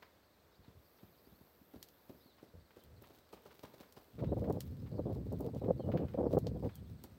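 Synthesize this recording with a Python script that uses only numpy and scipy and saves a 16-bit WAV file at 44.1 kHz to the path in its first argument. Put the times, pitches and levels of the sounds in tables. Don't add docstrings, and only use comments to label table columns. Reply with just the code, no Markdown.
import sys
import numpy as np
from scipy import signal
from scipy.fft import rfft, irfft
from scipy.io import wavfile
from scipy.ndimage import uniform_filter1d

SR = 44100
rng = np.random.default_rng(int(sys.argv[2]) if len(sys.argv) > 2 else 0)


def store_wav(level_fs):
    pcm = np.round(np.clip(np.atleast_2d(level_fs), -1, 1) * 32767)
    wavfile.write(sys.argv[1], SR, pcm.T.astype(np.int16))


N = 316638
TIME = np.arange(N) / SR


def amp(db):
    return 10 ** (np.asarray(db) / 20)


def unit(x):
    return x / np.sqrt(np.mean(x ** 2) + 1e-20)


def gain_at(spectrum, hz):
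    points_hz, points_db = np.transpose(spectrum)
    return amp(np.interp(np.log(hz + 1), np.log(points_hz + 1), points_db))


def colour(x, spectrum):
    return irfft(rfft(x) * gain_at(spectrum, np.fft.rfftfreq(len(x), 1 / SR)), len(x))


def ring(x, spectrum):
    size = 4096
    log_gain = np.log(gain_at(spectrum, abs(np.fft.fftfreq(size, 1 / SR))))
    response = np.fft.ifft(np.exp(np.conj(signal.hilbert(log_gain)))).real
    return signal.oaconvolve(x, response[:size // 2])[:len(x)]


def band(x, lo_hz, hi_hz, order=2):
    return signal.sosfilt(signal.butter(order, [lo_hz, hi_hz], "band", fs=SR, output="sos"), x)


def wander(rate_hz):
    lowpass = np.exp(-(np.fft.rfftfreq(N, 1 / SR) / rate_hz) ** 2)
    return unit(irfft(rfft(rng.standard_normal(N)) * lowpass, N))


def tone(hz):
    return np.sin(2 * np.pi * np.cumsum(hz) / SR)


def swell(t, rise_s, fall_s):
    shape = (1 - np.exp(-(t / rise_s) ** 2)) * np.exp(-t / fall_s)
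    return shape / shape.max()


def grains(t, per_s, spread_db):
    size = amp(spread_db * np.minimum(rng.exponential(1, len(t)), 4))
    return size * rng.standard_normal(len(t)) * (rng.random(len(t)) < per_s / SR)


def unit_peak(x, samples):
    return x / np.sqrt(uniform_filter1d(x ** 2, samples).max() + 1e-20)


def add(mix, start_s, sound):
    part = mix[max(round(start_s * SR), 0):][:len(sound)]
    part += sound[:len(part)]


# frequency in Hz, gain in dB.
AIR_SPECTRUM = [(30, -14), (65, 6), (130, -2.5), (500, 0.5), (800, -6), (1500, -9.5), (3000, -18),
                (4500, -17), (6500, -23), (9700, -29.5), (13500, -21.5), (16000, -21.5)]
def air():
    return amp(-69 + 0.29 * wander(8.2)) * unit(colour(rng.standard_normal(N), AIR_SPECTRUM))


# time in seconds, distance in metres.
HORSE_PATH = [(0, 25), (2.6, 11.8), (3.3, 7.3), (4.8, 6.3), (7.2, 8.6)]
def nearness(time_s):
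    return 6 / np.interp(time_s, *np.transpose(HORSE_PATH))


# frequency in Hz, gain in dB.
GRIT_SPECTRUM = [(500, 10), (1500, -4.5), (4000, -0.5), (7000, -9), (10000, -12), (14000, -8.5),
                 (16000, -2.5)]
def trickle():
    sand = grains(TIME, per_s=900, spread_db=3)
    straw = grains(TIME, per_s=200, spread_db=3)
    sand = amp(-72) * unit(colour(sand, GRIT_SPECTRUM))
    straw = amp(-76.5) * unit(colour(straw, [(3000, -16), (9500, -17), (14500, -1)]))
    clumps = amp(4.7 * wander(14))
    return nearness(TIME) ** 1.82 * clumps * (sand + straw)


# start in seconds, length in seconds, level in dB.
TRILL_BOUTS = [(0.657, 1.7, -75.5), (3.4, .8, -78.5)]
def bush_cricket():
    rise_s, fall_s, floor_db = 0.23, 0.1, -85.5
    stroke_hz = 99 + 0.51 * wander(1.4)
    chop = 1 + 0.7 * np.cos(2 * np.pi * np.cumsum(stroke_hz) / SR)
    trill = unit(band(rng.standard_normal(N), 11570, 15400, order=3) * chop)
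    level = amp(floor_db)
    for start_s, length_s, db in TRILL_BOUTS:
        ramps = np.minimum((TIME - start_s) / rise_s, (start_s + length_s - TIME) / fall_s)
        level = np.maximum(level, amp(db) * np.clip(ramps, 0, 1))
    return trill * level


def ground_crickets():
    pulse_hz = 19 + 0.5 * wander(10)
    pulses = np.sin(np.pi * np.cumsum(pulse_hz) / SR) ** 10
    soloist = unit(pulses * tone(8430 + 60 * wander(60)))
    chorus = unit(band(rng.standard_normal(N), 7850, 8480))
    return amp(-93 + 0.6 * TIME) * unit(chorus + 0.1 * TIME * soloist)


# start in seconds, length in seconds, first and last pitch in Hz.
BIRD_NOTES = [(2.194, .065, 3280, 4740), (2.239, 0.11, 4800, 3260), (4.269, 0.057, 3600, 4050),
              (4.95, 0.057, 4770, 3980), (5.77, 0.069, 4650, 3840), (5.783, 0.1, 3200, 2830),
              (6.718, 0.087, 3620, 2900)]
def birds():
    whistles, flock, quaver = np.zeros(N), np.zeros(N), wander(254)
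    for start_s, length_s, from_hz, to_hz in BIRD_NOTES:
        samples = int(length_s * SR)
        hz = np.linspace(from_hz, to_hz, samples) * (1 + 0.025 * quaver[int(start_s * SR):][:samples])
        add(whistles, start_s, amp(-77.5) * unit(tone(hz) * signal.windows.tukey(samples, 0.6)))
    for _ in range(5):
        hz = 4100 + 600 * wander(14) + 220 * quaver
        flock += tone(hz) * np.maximum(wander(24), 0)
    return whistles + amp(-83) * unit(flock)


# start in seconds, relative level in dB.
HOOF_DRAGS = [(0.0221, -51), (0.644, -63), (0.9845, -66), (2.381, -61), (2.7053, -58.5), (3.036, -57),
              (3.3662, -62), (3.5056, -56.5), (3.645, -52), (3.791, -61), (3.829, -59), (4.188, -55),
              (4.2382, -51), (4.4398, -53), (4.86, -60), (5.6396, -54), (5.916, -49), (5.971, -45.5),
              (6.0815, -55.5), (6.135, -55), (6.64, -58.5), (6.6891, -54)]
# frequency in Hz, gain in dB.
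CRUNCH_SPECTRUM = [(300, 7), (900, 13.5), (2000, 8), (4000, 0), (6500, -13), (10000, -30), (15000, -7)]
def scuffs():
    out, t = np.zeros(N), TIME[:SR // 5]
    for start_s, db in HOOF_DRAGS:
        dirt = unit(colour(grains(t, per_s=5000, spread_db=2.8), CRUNCH_SPECTRUM))
        crunch = dirt * swell(t, 0.003, 0.015)
        add(out, start_s - 0.001, amp(db - 3.5) * unit_peak(crunch, samples=180))
    return out


# start in seconds, length in seconds, relative level in dB.
WIND_PUFFS = [(0.59, 0.016, -59), (0.75, 0.013, -58), (2.533, 0.031, -53), (2.839, 0.16, -60),
              (4.181, 0.047, -45), (4.222, 0.023, -38.5), (4.319, 0.014, -32.5), (4.366, 0.026, -40.0),
              (4.418, 0.05, -40.5), (4.472, 0.023, -37), (4.498, 0.0087, -29.5), (4.53, 0.052, -44),
              (4.912, 0.053, -46), (4.98, 0.022, -36), (5.054, 0.072, -41.5), (5.159, 0.01, -43.5),
              (5.317, 0.022, -40), (5.397, 0.1, -41), (5.534, 0.036, -43), (5.613, 0.061, -40.5),
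              (5.681, 0.013, -31), (5.699, 0.012, -26), (5.794, 0.012, -39), (5.837, 0.04, -45),
              (5.886, 0.017, -34), (5.934, 0.028, -33.5), (5.99, 0.059, -41), (6.142, 0.0072, -36.5),
              (6.175, 0.04, -33), (6.229, 0.018, -35), (6.255, 0.015, -31.0), (6.303, 0.025, -42.5),
              (6.329, 0.029, -30.5), (6.367, 0.012, -25), (6.461, 0.016, -39.5), (6.551, 0.02, -45),
              (6.626, 0.049, -40)]
# frequency in Hz, gain in dB.
PUFF_SPECTRUM = [(50, -15.5), (110, -4), (280, -0.5), (370, -4), (490, 1.5), (650, -8), (880, -18),
                 (1200, -30.5), (4000, -81.5)]
def buffets():
    out, t = np.zeros(N), TIME[:SR // 3]
    for start_s, length_s, db in WIND_PUFFS:
        weakness = np.interp(db, [-51.5, -41.5], [1, 0])
        attack_s, release_s = 0.0015, 0.0047 + 0.029 * weakness
        envelope = np.minimum(t / attack_s, 1) * np.exp(-np.maximum(t - length_s, 0) / release_s)
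        push = grains(t, per_s=2500, spread_db=2.66) * envelope
        dulling = [(75, 0), (270, -30 * weakness)]
        knock = ring(ring(push, PUFF_SPECTRUM), dulling)
        add(out, start_s - 0.001, amp(db + 0.5) * unit_peak(knock, samples=int(length_s * SR)))
    return out


# start in seconds, relative level in dB.
HOOF_FALLS = [(0.679, -48.5), (1.029, -49.5), (1.269, -54.5), (1.321, -55), (1.409, -53.5), (1.611, -56),
              (1.736, -48), (1.755, -48), (2.093, -46.5), (2.145, -57), (2.257, -57.5), (2.427, -47.5),
              (2.765, -49.5), (3.018, -54.5), (3.102, -54.5), (3.328, -46), (3.455, -50.5), (3.633, -45.5),
              (3.737, -53), (3.804, -50), (3.966, -50.5), (7.039, -50)]
def hooves():
    out, t = np.zeros(N), TIME[:SR // 4]
    for start_s, db in HOOF_FALLS:
        near = nearness(start_s)
        ground_hz = 467 * near ** 0.8
        punch = np.sin(2 * np.pi * ground_hz * t) * swell(t, 0.0015, 0.003)
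        settling = swell(t, 0.0026, 0.0085) + 0.092 * swell(t, 0.034, 0.048)
        clods = unit(band(rng.standard_normal(len(t)), ground_hz * 0.29, ground_hz * 1.66)) * settling
        add(out, start_s + 0.001, amp(db - 1.5) * unit_peak(punch + 0.78 * clods, samples=180))
        grit = unit(colour(grains(t, per_s=3000, spread_db=1.9), GRIT_SPECTRUM))
        add(out, start_s - 0.006, amp(db - 7) * near ** 1.54 * grit * swell(t, 0.0062, 0.017))
    return out


# start in seconds, relative level in dB, relative treble in dB.
DRY_CLICKS = [(1.8278, -33, -14.5), (1.887, -46, -14), (2.838, -46.5, 2), (3.023, -44, 11),
              (3.924, -44.5, -12), (4.4996, -47, -10), (4.5254, -41.5, -6), (4.606, -29.5, -14),
              (5.325, -44.5, -3), (5.3914, -48, 7), (5.4067, -40, 0), (5.5479, -49.5, -19),
              (6.3877, -38.5, -8), (6.469, -34.5, -31), (6.755, -38, -3), (7.0384, -36, -7.5)]
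# frequency in Hz, gain in dB.
SNAP_SPECTRUM = [(500, -14), (2000, -10), (4000, -1.5), (7000, 0), (10000, -3), (14000, 7.5), (16000, 1)]
def clicks():
    out, t, lead_samples = np.zeros(N), TIME[:2048], 256
    for start_s, db, treble_db in DRY_CLICKS:
        snap = 0.029 * rng.standard_normal(len(t)) * swell(t, 0.0064, 0.012)
        rebound_s = 0.0011 * rng.uniform(0.7, 0.74)
        for hit in range(3):
            snap[lead_samples + round(hit * rebound_s * SR)] += (-0.5) ** hit
        shelf = [(4500, 0.029), (13000, treble_db + 5)]
        snap = colour(colour(snap, SNAP_SPECTRUM), shelf)
        add(out, start_s + 0.00066 - lead_samples / SR, amp(db - 12.5) * unit_peak(snap, samples=90))
    return out


# time in seconds, relative level in dB.
GUST_STRENGTH = [(4.12, -78), (4.14, -56), (4.23, -39.5), (4.57, -40.5), (4.59, -48.5), (5.05, -43.5),
                 (5.07, -38.5), (5.61, -46.5), (5.66, -42), (5.78, -45), (5.96, -37), (6.17, -46.5),
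                 (6.23, -41.5), (6.68, -41), (6.74, -58), (6.79, -48.5), (6.95, -51), (7.17, -63)]
# frequency in Hz, gain in dB.
RUMBLE_SPECTRUM = [(35, -27.5), (62, -2), (105, 1.5), (190, -4.5), (270, -10), (420, -31.5), (1000, -79)]
# frequency in Hz, gain in dB.
EDDY_SPECTRUM = [(60, -24), (160, -8), (260, -1.5), (360, 3.5), (490, -1), (650, -13.5), (850, -22.5),
                 (1100, -27.5), (1500, -43.5), (4000, -69)]
def gust():
    typical_db, eddy_growth = -42, 1.88
    gust_db = np.interp(TIME, *np.transpose(GUST_STRENGTH), left=-np.inf)
    eddy_db = -53.5 + eddy_growth * (gust_db - typical_db)
    flurry = np.tanh(wander(80))
    lumps_db = 2 * np.tanh(wander(12.4))
    rumble = unit(colour(rng.standard_normal(N), RUMBLE_SPECTRUM) * amp(2.5 * flurry + lumps_db))
    strikes = rng.uniform(-1, 1, N) * (rng.random(N) < 750 / SR)
    eddies = unit(ring(strikes * amp(5.5 * flurry + eddy_growth * lumps_db), EDDY_SPECTRUM))
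    return amp(gust_db - 0.5) * rumble + amp(eddy_db) * eddies


def pen_echo(x):
    t = TIME[:SR // 2]
    tail = band(rng.standard_normal(len(t)), 130, 7000, order=1) * swell(t, 0.023, 0.08)
    return x + amp(-14.5) * signal.fftconvolve(x, tail / np.linalg.norm(tail))[:N]


def scene():
    echoing = pen_echo(hooves() + scuffs() + birds())
    direct = clicks() + trickle() + gust() + buffets() + bush_cricket() + ground_crickets() + air()
    return (echoing + direct)[None]


def record(dry):
    bass_cut = signal.butter(6, 48, "high", fs=SR, output="sos")
    band_limit = signal.firwin(511, 15900, window=("kaiser", 9), fs=SR)
    return signal.oaconvolve(signal.sosfilt(bass_cut, dry), band_limit[None], "same")


dry = scene()
out = record(dry)
store_wav(out)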